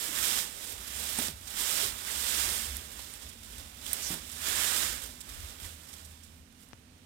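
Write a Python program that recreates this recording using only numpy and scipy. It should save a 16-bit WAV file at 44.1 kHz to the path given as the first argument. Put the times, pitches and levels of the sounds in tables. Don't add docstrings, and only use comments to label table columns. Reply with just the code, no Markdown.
import sys
import numpy as np
from scipy import signal
from scipy.fft import rfft, irfft, next_fast_len
from scipy.io import wavfile
from scipy.ndimage import uniform_filter1d

SR = 44100
rng = np.random.default_rng(int(sys.argv[2]) if len(sys.argv) > 2 else 0)


def voltage_ratio(level):
    return 10 ** (np.asarray(level, float) / 20)


def materialize(psi):
    bounded = np.clip(np.atleast_2d(psi).T, -1, 1)
    quanta = np.round(bounded * 32767).astype(np.int16)
    wavfile.write(sys.argv[1], SR, quanta)


N = 311257
T = np.arange(N) / SR
SIZE = next_fast_len(N)
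HZ = np.maximum(np.arange(SIZE // 2 + 1) * SR / SIZE, 1)

# (frequency [Hz], gain [dB])
RIGHT_PORT = [(160, -11), (900, -7), (1600, -7.5), (2500, -7.5), (3500, -3), (4400, -8.5), (5200, -5.5),
              (6200, -8.5), (7300, -4.5), (9500, -4), (11000, -13.5), (12200, -5.5), (14200, -11.5),
              (15700, -15)]
LEFT_PORT = [(160, -4.5), (700, -1), (1700, -0.5), (3300, -2), (5700, 3), (6600, -4.5), (7800, -14),
             (9300, -9.5), (11400, -11), (12500, -10), (15600, -9)]


def level(x, db):
    return x * voltage_ratio(db) / np.sqrt(np.mean(x ** 2))


def curves(table):
    s, *columns = np.transpose(table)
    return [np.interp(T, s, c) for c in columns]


def colour(x, hz, db):
    grid = np.maximum(np.arange(2049) * SR / 4096, 1)
    log_gain = np.log(voltage_ratio(np.interp(np.log(grid), np.log(hz), db)))
    cepstrum = irfft(log_gain)
    cepstrum[1:2048] *= 2
    cepstrum[2049:] = 0
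    response = irfft(np.exp(rfft(cepstrum)))
    return signal.fftconvolve(x, response)[:N]


def band(spectrum, hz, octaves):
    bell = np.exp(-.5 * (np.log2(HZ / hz) / octaves) ** 2)
    return irfft(spectrum * bell, SIZE)[:N]


def walk(rate):
    hold = int(SR / rate)
    steps = np.repeat(rng.standard_normal(2000), hold)[:N + hold]
    slewed = uniform_filter1d(uniform_filter1d(steps, hold), hold)[:N]
    return slewed / slewed.std()


def late(x):
    lag = 22
    return np.concatenate([np.zeros(lag), x[:-lag]])


def add(out, s, burst):
    i = int(s * SR)
    out[..., i:i + burst.shape[-1]] += burst[..., :N - i]


def swells(rows, floor_db, *edges_s):
    t, power = T[::32], 0
    for row in rows:
        start, end, db, rise_s, fall_s = (*row, *edges_s)
        outside = np.maximum((start - t) / rise_s, (t - end) / fall_s)
        power = power + voltage_ratio(2 * (db - 20 * np.maximum(0, outside)))
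    return 10 * np.log10(np.interp(T, t, power) + voltage_ratio(2 * floor_db))


def contacts(per_s, spread_db, ring_s):
    strength_db = spread_db * np.minimum(rng.exponential(size=N), 3)
    hits = (rng.random(N) < per_s / SR) * voltage_ratio(2 * strength_db)
    power = signal.lfilter([1], [1, -np.exp(-1 / (ring_s * SR))], hits)
    return power / power.mean()


def rustle():
    # (full from [s], full until [s], level [dB], rise [s], fall [s])
    gusts = [(0, .055, -43.5, .1, 0.097), (.17, .19, -41.5, 0.11, 0.18), (.25, .385, -36, 0.43, 0.14),
             (.64, .65, -48.5, 0.19, .3), (1.0, 1.27, -42.5, 0.32, 0.094),
             (1.19, 1.27, -43.5, 0.036, 0.094), (1.6, 1.84, -37.5, .16, .14), (1.78, 1.84, -40.5, 0.3, .14),
             (2.08, 2.1, -48.5, 0.038, 0.57), (2.33, 2.42, -38, 0.71, 0.53), (2.4, 2.56, -41, 0.62, 0.36),
             (2.99, 3.0, -51.5, 0.15, 0.37), (3.25, 3.3, -56, .4, .1), (3.56, 3.57, -51.5, .3, .36),
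             (3.9, 4.13, -45, 0.21, .12), (4.12, 4.14, -43, 0.075, 0.087), (4.2, 4.3, -53, 0.16, 0.4),
             (4.47, 4.83, -38, 0.14, 0.31), (4.6, 4.85, -40.5, 0.33, 0.28), (5.33, 5.5, -52, 0.29, 0.22),
             (5.65, 5.66, -49.5, 0.15, 0.14), (5.94, 5.96, -55.5, 0.45, .5), (6.3, 6.39, -70, .3, .05),
             (6.6, 6.61, -66, 0.11, 0.4)]
    # (time [s], level [dB])
    breeze = [(0, -52.5), (.9, -50), (1.32, -60), (2.7, -57.5), (3.25, -56), (3.38, -60.5), (5.1, -62),
              (5.85, -59.5), (6.2, -68.5), (6.42, -73), (7.06, -74)]
    gust_db = swells(gusts, curves(breeze)[0])
    weak = np.clip(gust_db + 38, -16, 0)
    rising = np.tanh(uniform_filter1d(np.gradient(gust_db) * SR, size=4000) / 89)
    dull_db = -3.5 - 0.27 * weak
    bright_db = 1 + 0.1141 * weak
    top_db = 1 + 0.17 * weak + 0.5 * rising

    grit = 0.8 + 0.28 * contacts(per_s=540, spread_db=-2.0, ring_s=0.0015)
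    crackle = contacts(per_s=25, spread_db=4.5, ring_s=0.0094)
    near, far = (rfft(np.sqrt(grit) * rng.standard_normal(N), SIZE) for _ in range(2))
    lull = np.clip((-37 - gust_db) / 14, .2, 1.2)
    left, right, shiver = 0, 0, walk(30)
    for hz in 157 * 2 ** np.arange(0, 7.4, 2 / 3):
        high = np.clip(np.log2(hz / 1000) / 8.0, .05, 1)
        tilt_db = np.clip(np.log2(1600 / hz), 0, 1) * dull_db
        tilt_db = tilt_db + (6000 < hz < 11000) * bright_db + (hz > 11000) * top_db
        flicker_db = 1.8 * high * shiver + (0.7 + 0.7 * (hz < 1300)) * walk(12)
        gain = voltage_ratio(tilt_db + flicker_db) * np.sqrt(1 + 0.29 * lull * high * crackle)
        alike = np.clip(.72 - 0.29 * np.log2(hz / 700), 0, .85) * (hz < 4000)
        direct = gain * band(near, hz, 0.48)
        right = right + direct
        left = left + alike * late(direct) + np.sqrt(1 - alike ** 2) * gain * band(far, hz, 0.23)
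    left = level(colour(left, *np.transpose(LEFT_PORT)), -4)
    right = level(colour(right, *np.transpose(RIGHT_PORT)), 10.11)
    return voltage_ratio(gust_db) * np.array([left, right + hollows()])


def hollows():
    # (start [s], end [s], centre [Hz], width [Hz], level relative to the gust level [dB])
    whistles = [
        (0.923, 1.192, 8600, 2500, -1),
        (1.824, 1.893, 410, 40, -4),
        (2.048, 2.126, 1993, 717, 2.5),
        (2.104, 2.658, 8600, 2500, -2),
        (4, 4.11, 5750, 1113, 10),
        (4.003, 4.097, 7540, 900, 5),
        (4.375, 5.013, 1630, 497, -2),
        (4.397, 4.957, 3600, 700, -5.5),
        (4.401, 4.95, 5300, 596, -14),
        (4.396, 4.94, 7400, 1000, -0.5),
    ]
    out = np.zeros(N)
    for start, end, hz, width_hz, db in whistles:
        t = T[:int((end - start) * SR)]
        breath = signal.lfilter(*signal.iirpeak(hz, hz / width_hz, SR), rng.standard_normal(len(t)))
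        edge_s = min(.04, t[-1] / 3)
        add(out, start, level(breath, db) * np.clip(np.minimum(t, t[-1] - t) / edge_s, 0, 1))
    return out


def leaf_at_ports(out):
    bright = signal.sosfilt(signal.butter(2, 1200, "high", fs=SR, output="sos"), out)
    left = voltage_ratio(-22) * late(colour(bright, *np.transpose(LEFT_PORT)))
    return np.array([left, colour(bright, *np.transpose(RIGHT_PORT))])


def ticks():
    # (time [s], peak [dB], pitch [Hz], ring [s])
    edge_snaps = [(1.187, -20, 9140, 0.014), (1.2697, -24, 8860, 0.011), (1.2834, -22, 5420, 0.009),
                  (1.4621, -50, 12200, 0.012), (2.768, -20.5, 12400, 0.012), (2.9924, -32.5, 9300, 0.0089),
                  (3.1188, -39, 10200, 0.014), (3.1383, -32, 9510, 0.012), (3.221, -38, 7820, 0.012),
                  (3.29, -38, 9080, 0.012), (3.4474, -42, 7500, 0.009), (3.864, -30, 3480, 0.012),
                  (4.1954, -48, 3654, 0.012), (4.3166, -31, 9790, 0.02), (5.206, -31, 9400, 0.011),
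                  (5.6596, -41, 7770, 0.012), (5.93, -36, 7410, 0.011), (6.0506, -37, 8300, 0.012),
                  (6.236, -42, 6500, 0.013), (6.5251, -50, 9990, 0.015), (6.6159, -50, 8320, 0.013),
                  (6.6876, -46, 9510, 0.011),
                  (3.9305, -18, 10000, 0.004),
        (3.9316, -12.5, 12800, 0.022),
        (3.9322, -25, 8500, 0.0088),
        (3.8645, -30, 9200, 0.015),
    ]
    out, t = np.zeros(N), T[:4000]
    for s, db, hz, ring_s in edge_snaps:
        noise = rng.standard_normal((2, len(t)))
        leaf = signal.iirpeak(hz, 2.1, SR)
        ring = signal.lfilter(*leaf, signal.lfilter(*leaf, noise[0]))
        decay = np.exp(-np.log(1000) * t / max(ring_s, .001))
        burst = (ring / ring.std() + 0.27 * noise[1]) * (decay + .07 * decay ** 0.23)
        burst[:2] = 2, -2
        add(out, s, voltage_ratio(db + 11.5) * burst / np.abs(burst).max())
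    return leaf_at_ports(out)


def brushes():
    # (middle [s], length [s], level [dB], centre [Hz])
    passes = [(1.199, .03, -25.5, 3000), (3.003, 0.038, -37, 4000), (3.234, 0.039, -38, 5940),
              (3.298, 0.028, -38.5, 7020), (3.459, 0.052, -45, 9000), (3.868, .014, -36, 5000),
              (4.33, 0.045, -37, 10080), (5.215, 0.023, -34, 8000), (5.51, 0.036, -52, 9930),
              (5.661, 0.051, -46, 6060), (5.895, 0.033, -42, 7970), (5.94, 0.021, -36, 7000),
              (6.058, 0.04, -44, 8930), (6.245, 0.051, -46.5, 9120), (6.635, 0.045, -50, 8870)]
    out, t = np.zeros(N), T[:4000]
    for s, length, db, hz in passes:
        scrape = signal.lfilter(*signal.iirpeak(hz, .8, SR), rng.standard_normal(len(t)))
        swell = np.sin(np.pi * np.minimum(t / length, 1) ** 0.8) ** 2
        add(out, s - length / 2, voltage_ratio(db + 6.5) * scrape * swell)
    return leaf_at_ports(out)


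def knocks():
    # (time [s], peak [dB], pitch [Hz], ring [s], left minus right [dB])
    thuds = [(.09, -43, 290, 0.037, -7), (1.1875, -33.5, 835, 0.019, -7), (1.186, -36.5, 240, 0.066, -6),
             (1.193, -40.5, 290, 0.04, -2), (1.217, -42, 620, .04, -6), (1.283, -36.5, 330, 0.015, -1),
             (1.292, -44, 200, 0.039, -2), (2.992, -42.5, 960, 0.012, -12), (4.1041, -39, 292, 0.07, -5),
             (4.104, -42.5, 185, 0.099, -6), (4.137, -46, 222, 0.026, -2), (4.149, -50, 292, 0.04, -6)]
    out, t = np.zeros((2, N)), T[:6000]
    for s, db, hz, ring_s, pan_db in thuds:
        decay = np.exp(-np.log(1000) * t / max(ring_s, .005))
        overtone = 0.91 * np.sin(2 * np.pi * 2.6 * hz * t) * np.exp(-t / 0.0018)
        thud = np.sin(2 * np.pi * hz * t) + overtone
        rattle = signal.lfilter(*signal.iirpeak(0.82 * hz, 1.5, SR), rng.standard_normal(len(t)))
        thud = thud * decay + 0.25 * rattle / rattle.std() * decay ** 0.2
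        thud = (1 - np.exp(-t / 0.00053)) * thud
        add(out, s, voltage_ratio(db + 4.5 + np.array([[pan_db], [-pan_db]]) / 2) * thud)
    return out


def taps():
    # (time [s], peak [dB])
    touches = [
        (6.712, -43),
        (6.7325, -26),
    ]
    out, t = np.zeros((2, N)), T[:6000]
    push = np.exp(-((t - .0002) / 0.000096) ** 2)
    click = 0.23 * np.sin(2 * np.pi * 5800 * t) * np.exp(-t / 0.00062)
    rebound = 0.2 * np.sin(2 * np.pi * 110 * t) * np.exp(-t / 0.0077)
    for s, db in touches:
        add(out, s, voltage_ratio(db + np.array([[0], [-18]])) * (push + click - rebound))
    return out


def buffet():
    # (full from [s], full until [s], level [dB])
    puffs = [(0, .55, -51.5), (.67, .86, -50), (.98, 1.3, -50.5), (1.39, 1.4, -43.5), (1.55, 1.6, -47),
             (1.85, 1.87, -41.5), (2.0, 2.4, -49), (2.45, 2.59, -41), (2.69, 2.75, -39.5),
             (3.01, 3.03, -43.5), (3.25, 3.33, -46.5), (3.42, 3.5, -46.5), (3.58, 3.6, -42),
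             (3.75, 4.2, -49.5), (4.5, 4.52, -43), (4.8, 5.09, -43.5), (5.31, 5.43, -41), (5.64, 5.66, -44),
             (6.07, 6.36, -54), (6.72, 6.73, -57), (7.03, 7.06, -55)]
    chance = rfft(rng.standard_normal((3, N)), SIZE) / (1 + (HZ / 62) ** 3)
    both, left, right = (level(band(c, 70, 0.6), 0) for c in chance)
    own = .4 * left - .3 * right
    calm_db, rise_s, fall_s = -62, 0.12, 0.19
    puff_db = swells(puffs, calm_db, rise_s, fall_s) - 6 + 1.8 * walk(10)
    return voltage_ratio(puff_db) * (both + np.array([own, -.4 * own]))


def carried_tone(pitch, heard, faint_db):
    phase = 2 * np.pi * np.cumsum(curves(pitch)[0] + .5 * walk(3.99)) / SR
    rise_s, fall_s = 0.28, 0.26
    db = swells(heard, faint_db, rise_s, fall_s) + 1.8 * walk(5.04)
    fade = np.clip((T - pitch[0][0]) / 0.063, 0, 1)
    return fade * voltage_ratio(db) * (np.sin(phase) + voltage_ratio(-19) * np.sin(2 * phase))


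def engine():
    # (time [s], pitch [Hz])
    firing_hz = [(.8, 65), (1.1, 69.46), (2.15, 66.8), (3.05, 69), (4.4, 74), (5, 76.6), (5.7, 78.05),
                 (6.3, 79.44), (7.06, 79.4)]
    # (full from [s], full until [s], level [dB])
    note_heard = [(0.998, 1.05, -46.5), (1.8, 1.935, -54), (2.203, 2.4, -46), (2.5, 2.85, -49.5),
                  (4.3, 5.05, -54), (5.63, 5.72, -49.5), (6.03, 6.356, -52.5)]
    # (time [s], pitch [Hz])
    whine_hz = [(.8, 226.4), (2.3, 224.9), (3.2, 228.4), (4.1, 241.8), (5, 250), (5.8, 254.2), (6.3, 251.5),
                (7.06, 251.4)]
    # (full from [s], full until [s], level [dB])
    whine_heard = [(1.05, 1.15, -62), (2.2, 2.754, -59.5), (3.35, 4.2, -63.5), (4.2, 5.7, -65),
                   (6.75, 7.06, -64.5)]
    pump = voltage_ratio(-64.5 + 1.0 * walk(2.85)) * np.sin(2 * np.pi * 88.5 * T)
    note = carried_tone(firing_hz, note_heard, faint_db=-66.5)
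    whine = carried_tone(whine_hz, whine_heard, faint_db=-68.5)
    out = pump + note + whine
    return np.array([voltage_ratio(-0.7) * out, voltage_ratio(1.1) * out])


def town():
    # (frequency [Hz], left [dB], right [dB])
    hum = [(60, -5, 1.5), (130, -5.5, -2.5), (250, -2.5, -0.5), (368, -14, -13), (900, -21.5, -15.5),
           (3000, -57, -14), (5900, -21, -20.5), (6600, -43, -20), (7400, -38, -24), (9100, -60, -18),
           (11200, -59, -31), (12500, -48, -27), (15600, -38, -38)]
    hz, left_db, right_db = np.transpose(hum)
    both, left, right = rng.standard_normal((3, N))
    low, high = (signal.butter(1, 500, kind, fs=SR) for kind in ("low", "high"))
    both = signal.lfilter(*low, both)
    left = colour(both + signal.lfilter(*high, left), hz, left_db)
    right = colour(both + signal.lfilter(*high, right), hz, right_db)
    return level(np.array([left, right]), -58.5) * voltage_ratio(0.61 * walk(1.03))


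def scene():
    leaves = rustle() + ticks() + brushes()
    handling = knocks() + taps()
    return leaves + handling + buffet() + engine() + town()


def low_pass(x):
    return signal.sosfilt(signal.butter(12, 15850, fs=SR, output="sos"), x)


def record(dry):
    left = signal.lfilter(*signal.iirnotch(7430, 9, SR), dry[0])
    ports = np.array([left, dry[1]])
    x = signal.sosfilt(signal.butter(2, 45, "high", fs=SR, output="sos"), ports)
    x = signal.sosfilt(signal.ellip(8, .2, 60, 16000, fs=SR, output="sos"), x)
    return low_pass(x)


dry = scene()
out = record(dry)
materialize(out)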